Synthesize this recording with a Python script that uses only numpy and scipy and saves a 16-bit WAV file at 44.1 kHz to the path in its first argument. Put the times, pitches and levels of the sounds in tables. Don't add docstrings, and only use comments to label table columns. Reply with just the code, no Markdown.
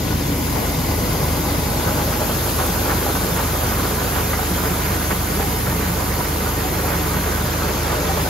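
import sys
import numpy as np
from scipy import signal
from scipy.fft import rfft, irfft, next_fast_len
from scipy.io import wavfile
from scipy.ndimage import map_coordinates

SR = 44100
rng = np.random.default_rng(int(sys.argv[2]) if len(sys.argv) > 2 else 0)


def to_wav(s):
    ch = np.atleast_2d(s).T
    pcm = np.round(np.clip(ch, -1, 1) * 32767)
    wavfile.write(sys.argv[1], SR, pcm.astype(np.int16))


N = 365588
T = np.arange(N) / SR

# centre in Hz, width in Hz, relative level in dB.
TUBE_MODES = [(349, 88, -1), (437, 52, -0.5), (502, 88, -3), (590, 116, -5.5), (750, 42, -5),
              (831, 67, -6.5), (978, 200, -6), (1140, 96, -7), (1239, 62, -7.5), (1352, 74, -4.5),
              (1500, 104, -5), (1665, 250, -9), (1880, 190, -10), (2230, 490, -13.5)]
# frequency in Hz, lead of the left port in radians.
PORT_PHASE = [(100, -0.04), (500, 0.45), (1000, 0.88), (1600, 0.98), (2700, -0.66), (5200, -0.74),
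              (5750, 1.7), (6600, 0.92), (7800, 2.99), (9000, 3.18), (11000, 4.63), (13000, 6.26)]


def auger(turns):
    # time in seconds,
    # then grinding level, brightness, top lift and left over right, all in dB.
    tube_path = [(0, -33, -6, -2.5, 11.5), (1.2, -25.5, -6.5, -10, 2), (2.1, -27.5, 1.5, -3, -1),
                 (2.9, -24.5, -0.5, -6.5, -1.5), (4.4, -26.5, 1.5, -1, -3.5), (6.1, -27, -1.5, -2.5, -5),
                 (7, -25.5, -0.5, -1, -3), (7.6, -26, 1, -3, -3.5), (8.29, -25, 0.5, -1.5, -2.5)]
    grind_db, bright_db, top_db, side_db = curves(tube_path)
    contacts = shifting(impacts(per_second=7000), depth_db=1.2, size=1024)
    pressure_db = 0.12 * np.sin(2 * np.pi * turns) + 0.4 * wobble(16) + 0.6 * wobble(55)
    rattle_db = 1.25 * wobble(18)
    grinding = amp(pressure_db) * tube_ring(contacts, bright_db + rattle_db / 2, top_db + rattle_db)
    return amp(grind_db + np.array([side_db, -side_db]) / 2) * (grinding + scrapes(bright_db, top_db))


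def scrapes(bright_db, top_db):
    # centre in seconds, level over the grinding in dB, Gaussian sigma in seconds,
    # added brightness in dB, added top lift in dB.
    swells = [(0.12, 0, .015, 0, 2), (0.574, 5, 0.026, -3, 3), (0.645, 1, 0.026, -2, 3),
              (1.29, -7, 0.028, 0, 7), (1.88, -2, 0.036, 11, -3), (2.002, 1, 0.035, 0, -6),
              (2.136, -3, .018, 6, 7), (2.612, 2.5, 0.021, 0, 0), (2.904, 1, 0.03, 3, 5),
              (3.092, 2, 0.015, -3, 2), (3.16, -4, .014, 6, 4), (3.39, -2, 0.024, 4, 5),
              (3.862, 4, 0.0099, -5, -4), (3.916, -2, .02, 2, 1), (4.183, 3, 0.021, 1, -2),
              (4.395, 2, .012, -5, -4), (4.59, -3, 0.02, 3, 5), (4.66, 2.5, 0.019, -3, -9),
              (4.86, -3, 0.017, 7, 6), (4.926, 1, 0.026, -2, 4.5), (5.119, 4, 0.012, -1, 5),
              (5.415, 0, 0.014, -3, 6), (5.537, -7, 0.011, 0, 8), (5.823, -1, .012, -7, -2),
              (6.02, 2, 0.013, -2, -2), (6.47, -5, .018, 3, -1), (6.604, -12, .025, 2, 14),
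              (6.92, -2.5, 0.032, 1, 4), (7.072, -5, 0.013, -10, 1), (7.17, -3, 0.015, 5, 4),
              (7.7, -3, 0.02, 4, 2), (7.927, 1, 0.023, -3, 2), (8.19, -2, 0.02, 1, 4)]
    power, lift_db = np.zeros(N), np.zeros((2, N))
    for at_s, db, sigma_s, *colour_db in swells:
        bump = bell(at_s, sigma_s) * (np.abs(T - at_s) < 4 * sigma_s)
        power += (amp(db) * bump) ** 2
        lift_db += np.outer(colour_db, np.sqrt(bump))
    ring = tube_ring(impacts(per_second=5000), bright_db + lift_db[0], top_db + lift_db[1], wall_db=-4.5)
    return np.sqrt(power) * ring


def tube_ring(blows, bright_db, top_db, wall_db=-7):
    # frequency in Hz, relative density in dB.
    wall_spectrum = [(120, -42), (300, 0.5), (450, -0.5), (1000, 0.5), (1500, -5), (2200, -9.5),
                     (3200, -15.5), (7000, -42)]

    def colour(hz):
        mode_power = sum(amp(db) ** 2 * np.abs(resonance(hz, centre_hz, width_hz)) ** 4
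                         for centre_hz, width_hz, db in TUBE_MODES)
        return np.sqrt(mode_power + amp(wall_db + along(wall_spectrum, hz)) ** 2)
    ring = at_ports(blows, colour)
    dull = treble_cut(ring, corner_hz=1200, exponent=8)
    hollow = treble_cut(ring, corner_hz=1620, exponent=24)
    return dull + amp(bright_db) * (hollow - dull) + amp(top_db) * (ring - hollow)


def knocks():
    # start in seconds, note in Hz, note level in dB, joint mode level in dB, t60 in seconds.
    hits = [(.105, 1450, -26, -29, .12), (2.213, 647, -21.5, -17, 0.14), (2.296, 637, -20, -21, 0.11),
            (2.589, 1030, -21, -16, 0.11), (2.893, 1480, -20, -19, .14), (3.061, 816, -18, -18, 0.11),
            (3.361, 1400, -27, -17.5, 0.11), (3.39, 900, -23, -21, 0.15), (3.841, 1384, -27, -21, 0.09),
            (4.33, 1990, -20, -15, 0.088), (5.106, 1190, -26, -16, 0.1), (5.395, 783, -19, -21, 0.15),
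            (5.666, 1405, -24, -20, 0.074), (5.72, 905, -22, -21, .08), (6.202, 977, -17, -17.5, 0.091),
            (6.46, 1450, -21.5, -31, .13), (6.648, 750, -20, -30, .11), (6.842, 740, -20, -22, .1),
            (7.137, 1490, -22, -19, 0.084), (7.162, 984, -22, -23, .1), (7.62, 900, -21, -20, 0.12),
            (7.898, 1280, -26, -19, 0.12), (8.093, 776, -14, -21, .1), (8.166, 564, -19, -20, 0.089)]
    spread_octaves, rise_s = 0.9, 0.002
    drift_rad_per_sqrt_s = 8
    out, t = np.zeros((2, N + SR)), np.arange(SR // 4) / SR
    mode_hz, _, mode_db = np.transpose(TUBE_MODES)
    chance = rng.standard_normal((len(hits), 2, len(mode_hz)))
    for (start_s, note_hz, note_db, joint_db, t60_s), (detune, phase) in zip(hits, chance):
        share = amp(mode_db / 2) * np.exp(-.5 * (np.log2(mode_hz / note_hz) / spread_octaves) ** 2)
        gains = np.append(amp(joint_db) * share / np.linalg.norm(share), amp(note_db))
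        hz = np.append(mode_hz * (1 + .015 * detune), note_hz)
        start_rad = np.append(np.pi * phase, 0) + along(PORT_PHASE, hz) * np.array([[.5], [-.5]])
        steps = rng.standard_normal((len(hz), len(t)))
        drift_rad = drift_rad_per_sqrt_s * np.cumsum(steps, axis=1) / np.sqrt(SR)
        ring = gains @ np.sin(2 * np.pi * hz[:, None] * t + start_rad[..., None] + drift_rad)
        envelope = amp(-60 * t / t60_s) * (1 - np.exp(-t / rise_s))
        out[:, round(start_s * SR):][:, :len(t)] += ring * envelope
    return out[:, :N]


def rumble(turns):
    # frequency in Hz, relative density in dB.
    rumble_spectrum = [(15, -26), (25, -21), (45, -10), (70, -2.5), (95, -1.5), (130, 0.7), (170, -2.5),
                       (200, -2), (235, -3.5), (290, -4.5), (390, -11.5), (700, -18.5), (2000, -49)]
    start_db, fade_db_per_s = -24.5, 0.46
    beat = amp(.8 * np.sin(2 * np.pi * turns) + 1.3 * np.sin(4 * np.pi * turns))
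    body = at_ports(beat * impacts(per_second=8000), lambda hz: amp(along(rumble_spectrum, hz)))
    return amp(start_db - fade_db_per_s * T) * body


def low_swells():
    # centre in seconds, pitch in Hz, peak in dB.
    swells = [(.08, 157, -25), (.17, 161, -27), (.26, 148.8, -23), (.33, 165, -24.5), (.45, 167, -23),
              (.8, 165, -24), (1.32, 159, -26), (1.4, 164, -22), (1.59, 165, -20), (1.88, 177, -24.5),
              (2.3, 179.7, -26), (2.6, 125, -21.5), (2.71, 176, -24.5), (2.95, 173, -27), (3.36, 178, -27),
              (3.66, 163.4, -23.5), (4.53, 175, -22), (4.63, 175, -25), (4.73, 172, -27), (4.8, 182, -28),
              (5.15, 176.4, -22), (5.32, 163, -30), (5.76, 169.4, -24.5), (5.91, 177, -20.5),
              (6.96, 169.7, -22), (7.05, 157, -26), (7.15, 161, -26), (7.44, 167, -25), (7.54, 168, -25),
              (7.66, 173.7, -25), (7.88, 186, -26), (8.01, 161, -30), (8.12, 167, -27)]
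    return sum(amp(db) * bell(at_s, sigma_s=.021) * np.sin(2 * np.pi * (hz * T + phase))
               for (at_s, hz, db), phase in zip(swells, rng.random(len(swells))))


def engine(firings):
    # multiple of the firing rate, relative level in dB.
    exhaust_orders = [(2, -0.5), (3, 1.5), (4, -4.5), (5, -13), (6, -15.5)]
    start_db, fade_db_per_s = -25.5, 0.04
    drone = sum(amp(db + 0.54 * wobble(5.3)) * np.sin(2 * np.pi * (order * firings + rng.random()))
                for order, db in exhaust_orders)
    return amp(start_db - fade_db_per_s * T) * unit(drone)


def grain():
    # time in seconds, hiss level in dB, fizz over hiss in dB.
    stream_levels = [(0, -26.5, -4.5), (.5, -26.5, -1.5), (1.5, -25.5, -2.3), (2.5, -24, -1.3),
                     (4.3, -25, -1.5), (5.3, -26, -0.5), (6.4, -26.5, -1.1), (7.1, -26, -1),
                     (7.9, -24.5, -5), (8.29, -24.5, -3)]
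    # frequency in Hz, relative density in dB before the bass cut.
    hiss_spectrum = [(1200, -3), (2700, 0), (3500, -0.5), (4300, -0.1), (5000, 0), (5300, -0.5), (5550, -3),
                     (5900, 0), (6600, 0.5), (7000, 0.4), (8000, 1.7), (9700, -0.5), (10200, 6), (12200, 0),
                     (13100, 4), (14000, 0.5), (15200, -7)]
    # frequency in Hz, left over right in dB.
    hiss_balance = [(1500, 0), (3200, 4), (5000, 2.5), (6500, 1), (8000, 0)]
    hiss_db, fizz_db = curves(stream_levels)
    kernels = rng.standard_normal((2, N)) + amp(-4.5) * impacts(per_second=6000)
    kernels = shifting(kernels, depth_db=1.5, size=512)
    hiss = at_ports(kernels, lambda hz: amp(along(hiss_spectrum, hz)) * hz ** 2 / (hz ** 2 + 700 ** 2))
    hiss = filtered(hiss, lambda hz: amp(along(hiss_balance, hz) * np.array([[.5], [-.5]])))
    patter = treble_cut(hiss, corner_hz=7300, exponent=12)
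    fizz = hiss - patter
    surge_db = lambda: (wobble(5) + wobble(40)) / 7
    return amp(hiss_db) * (amp(surge_db()) * patter + amp(fizz_db + surge_db()) * fizz)


def panels():
    # centre in Hz, width in Hz, level when nearest in dB.
    hopper_modes = [(135, 43, -39), (156, 13, -35.5), (244, 24, -36.5), (288, 12, -32.5), (489, 36, -40),
                    (604, 82, -42), (830, 31, -41.5), (1007, 170, -37.5), (1464, 51, -44.5),
                    (2070, 350, -38.5), (4950, 600, -41.5)]
    frame_modes = [(109, 27, -35), (233, 21, -40), (535, 60, -37), (635, 65, -35.5), (833, 60, -32.5),
                   (1020, 160, -42), (2300, 300, -51)]
    barrel_modes = [(112, 24, -36), (348, 35, -44), (436, 80, -41), (823, 100, -41.5), (1020, 110, -46),
                    (1520, 230, -42)]
    cleaner_modes = [(157, 24, -38), (190, 22, -35), (288.6, 23, -38.5), (432, 28, -39.5), (742, 26, -42),
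                     (950, 69, -45), (1210, 55, -43), (2100, 180, -43.5)]
    chute_modes = [(158, 39, -31), (326, 34, -42), (495, 52, -35), (590, 55, -32.5), (730, 50, -52)]
    return (panel(hopper_modes, nearest_s=1, reach_s=0.86)
            + panel(frame_modes, nearest_s=2.01, reach_s=0.34)
            + panel(barrel_modes, nearest_s=2.93, reach_s=0.55)
            + panel(cleaner_modes, nearest_s=5.9, reach_s=2.3)
            + panel(chute_modes, nearest_s=8.63, reach_s=0.81))


def panel(modes, nearest_s, reach_s):
    def colour(hz):
        return np.sqrt(sum(amp(db) ** 2 / width_hz * np.abs(resonance(hz, centre_hz, width_hz)) ** 4
                           for centre_hz, width_hz, db in modes))
    level = np.sqrt(sum(amp(db) ** 2 for _, _, db in modes))
    return level * bell(nearest_s, reach_s) * at_ports(rng.standard_normal((2, N)), colour)


def at_ports(pair, colour):
    # frequency in Hz, likeness of the ports from 0 to 1.
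    port_coherence = [(60, .98), (250, .93), (500, .8), (1000, .45), (2500, .52), (4500, .56), (5500, .2),
                      (7000, .45), (8200, .98), (9000, .98), (10000, .78), (11000, .7), (13000, .99)]

    def blend(hz):
        angle_rad = np.arccos(np.clip(along(port_coherence, hz), 0, .995)) / 2
        return colour(hz) * np.array([np.cos(angle_rad), np.sin(angle_rad)])
    shared, apart = filtered(pair, blend)
    lead = lambda hz: np.exp(.5j * along(PORT_PHASE, hz) * np.array([[1], [-1]]))
    return unit(filtered(np.array([shared + apart, shared - apart]), lead))


def impacts(per_second):
    return unit(rng.standard_normal((2, N)) * (rng.random((2, N)) < per_second / SR))


def shifting(x, depth_db, size):
    frames = signal.stft(x, nperseg=size)[2]
    patch = np.outer(np.hanning(7), np.hanning(9))
    field = signal.fftconvolve(rng.standard_normal(frames.shape[1:]), patch, "same")
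    return unit(signal.istft(frames * amp(depth_db * unit(field)), nperseg=size)[1][:, :N])


def resonance(hz, centre_hz, width_hz):
    return 1j * hz * width_hz / (centre_hz ** 2 - hz ** 2 + 1j * hz * width_hz)


def filtered(x, response):
    size = next_fast_len(N + SR // 4)
    return irfft(rfft(x, size) * response(np.fft.rfftfreq(size, 1 / SR)), size)[..., :N]


def treble_cut(x, corner_hz, exponent):
    return filtered(x, lambda hz: 1 / (1 + (hz / corner_hz) ** exponent))


def wobble(knots_per_s):
    return map_coordinates(rng.standard_normal(int(N * knots_per_s / SR) + 4), [T * knots_per_s])


def bell(centre_s, sigma_s):
    return np.exp(-.5 * ((T - centre_s) / sigma_s) ** 2)


def curves(rows):
    times_s, *columns = np.transpose(rows)
    return [np.interp(T, times_s, column) for column in columns]


def along(points, hz):
    knots_hz, values = np.transpose(points)
    return np.interp(np.log(hz + 1), np.log(knots_hz + 1), values)


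def amp(db):
    return 10 ** (np.asarray(db) / 20)


def unit(x):
    return x / np.sqrt(np.mean(x ** 2) + 1e-20)


def scene():
    # time in seconds, firings per second.
    engine_speed = [(0, 25.56), (2.5, 25.54), (5.5, 25.46), (8.29, 25.57)]
    turns_per_firing = 2 / 5
    firings = np.cumsum(curves(engine_speed)[0]) / SR
    turns = turns_per_firing * firings
    return engine(firings) + rumble(turns) + low_swells() + panels() + auger(turns) + knocks() + grain()


def record(dry):
    top_hz = 15750
    return filtered(dry, lambda hz: hz < top_hz)


dry = scene()
out = record(dry)
to_wav(out)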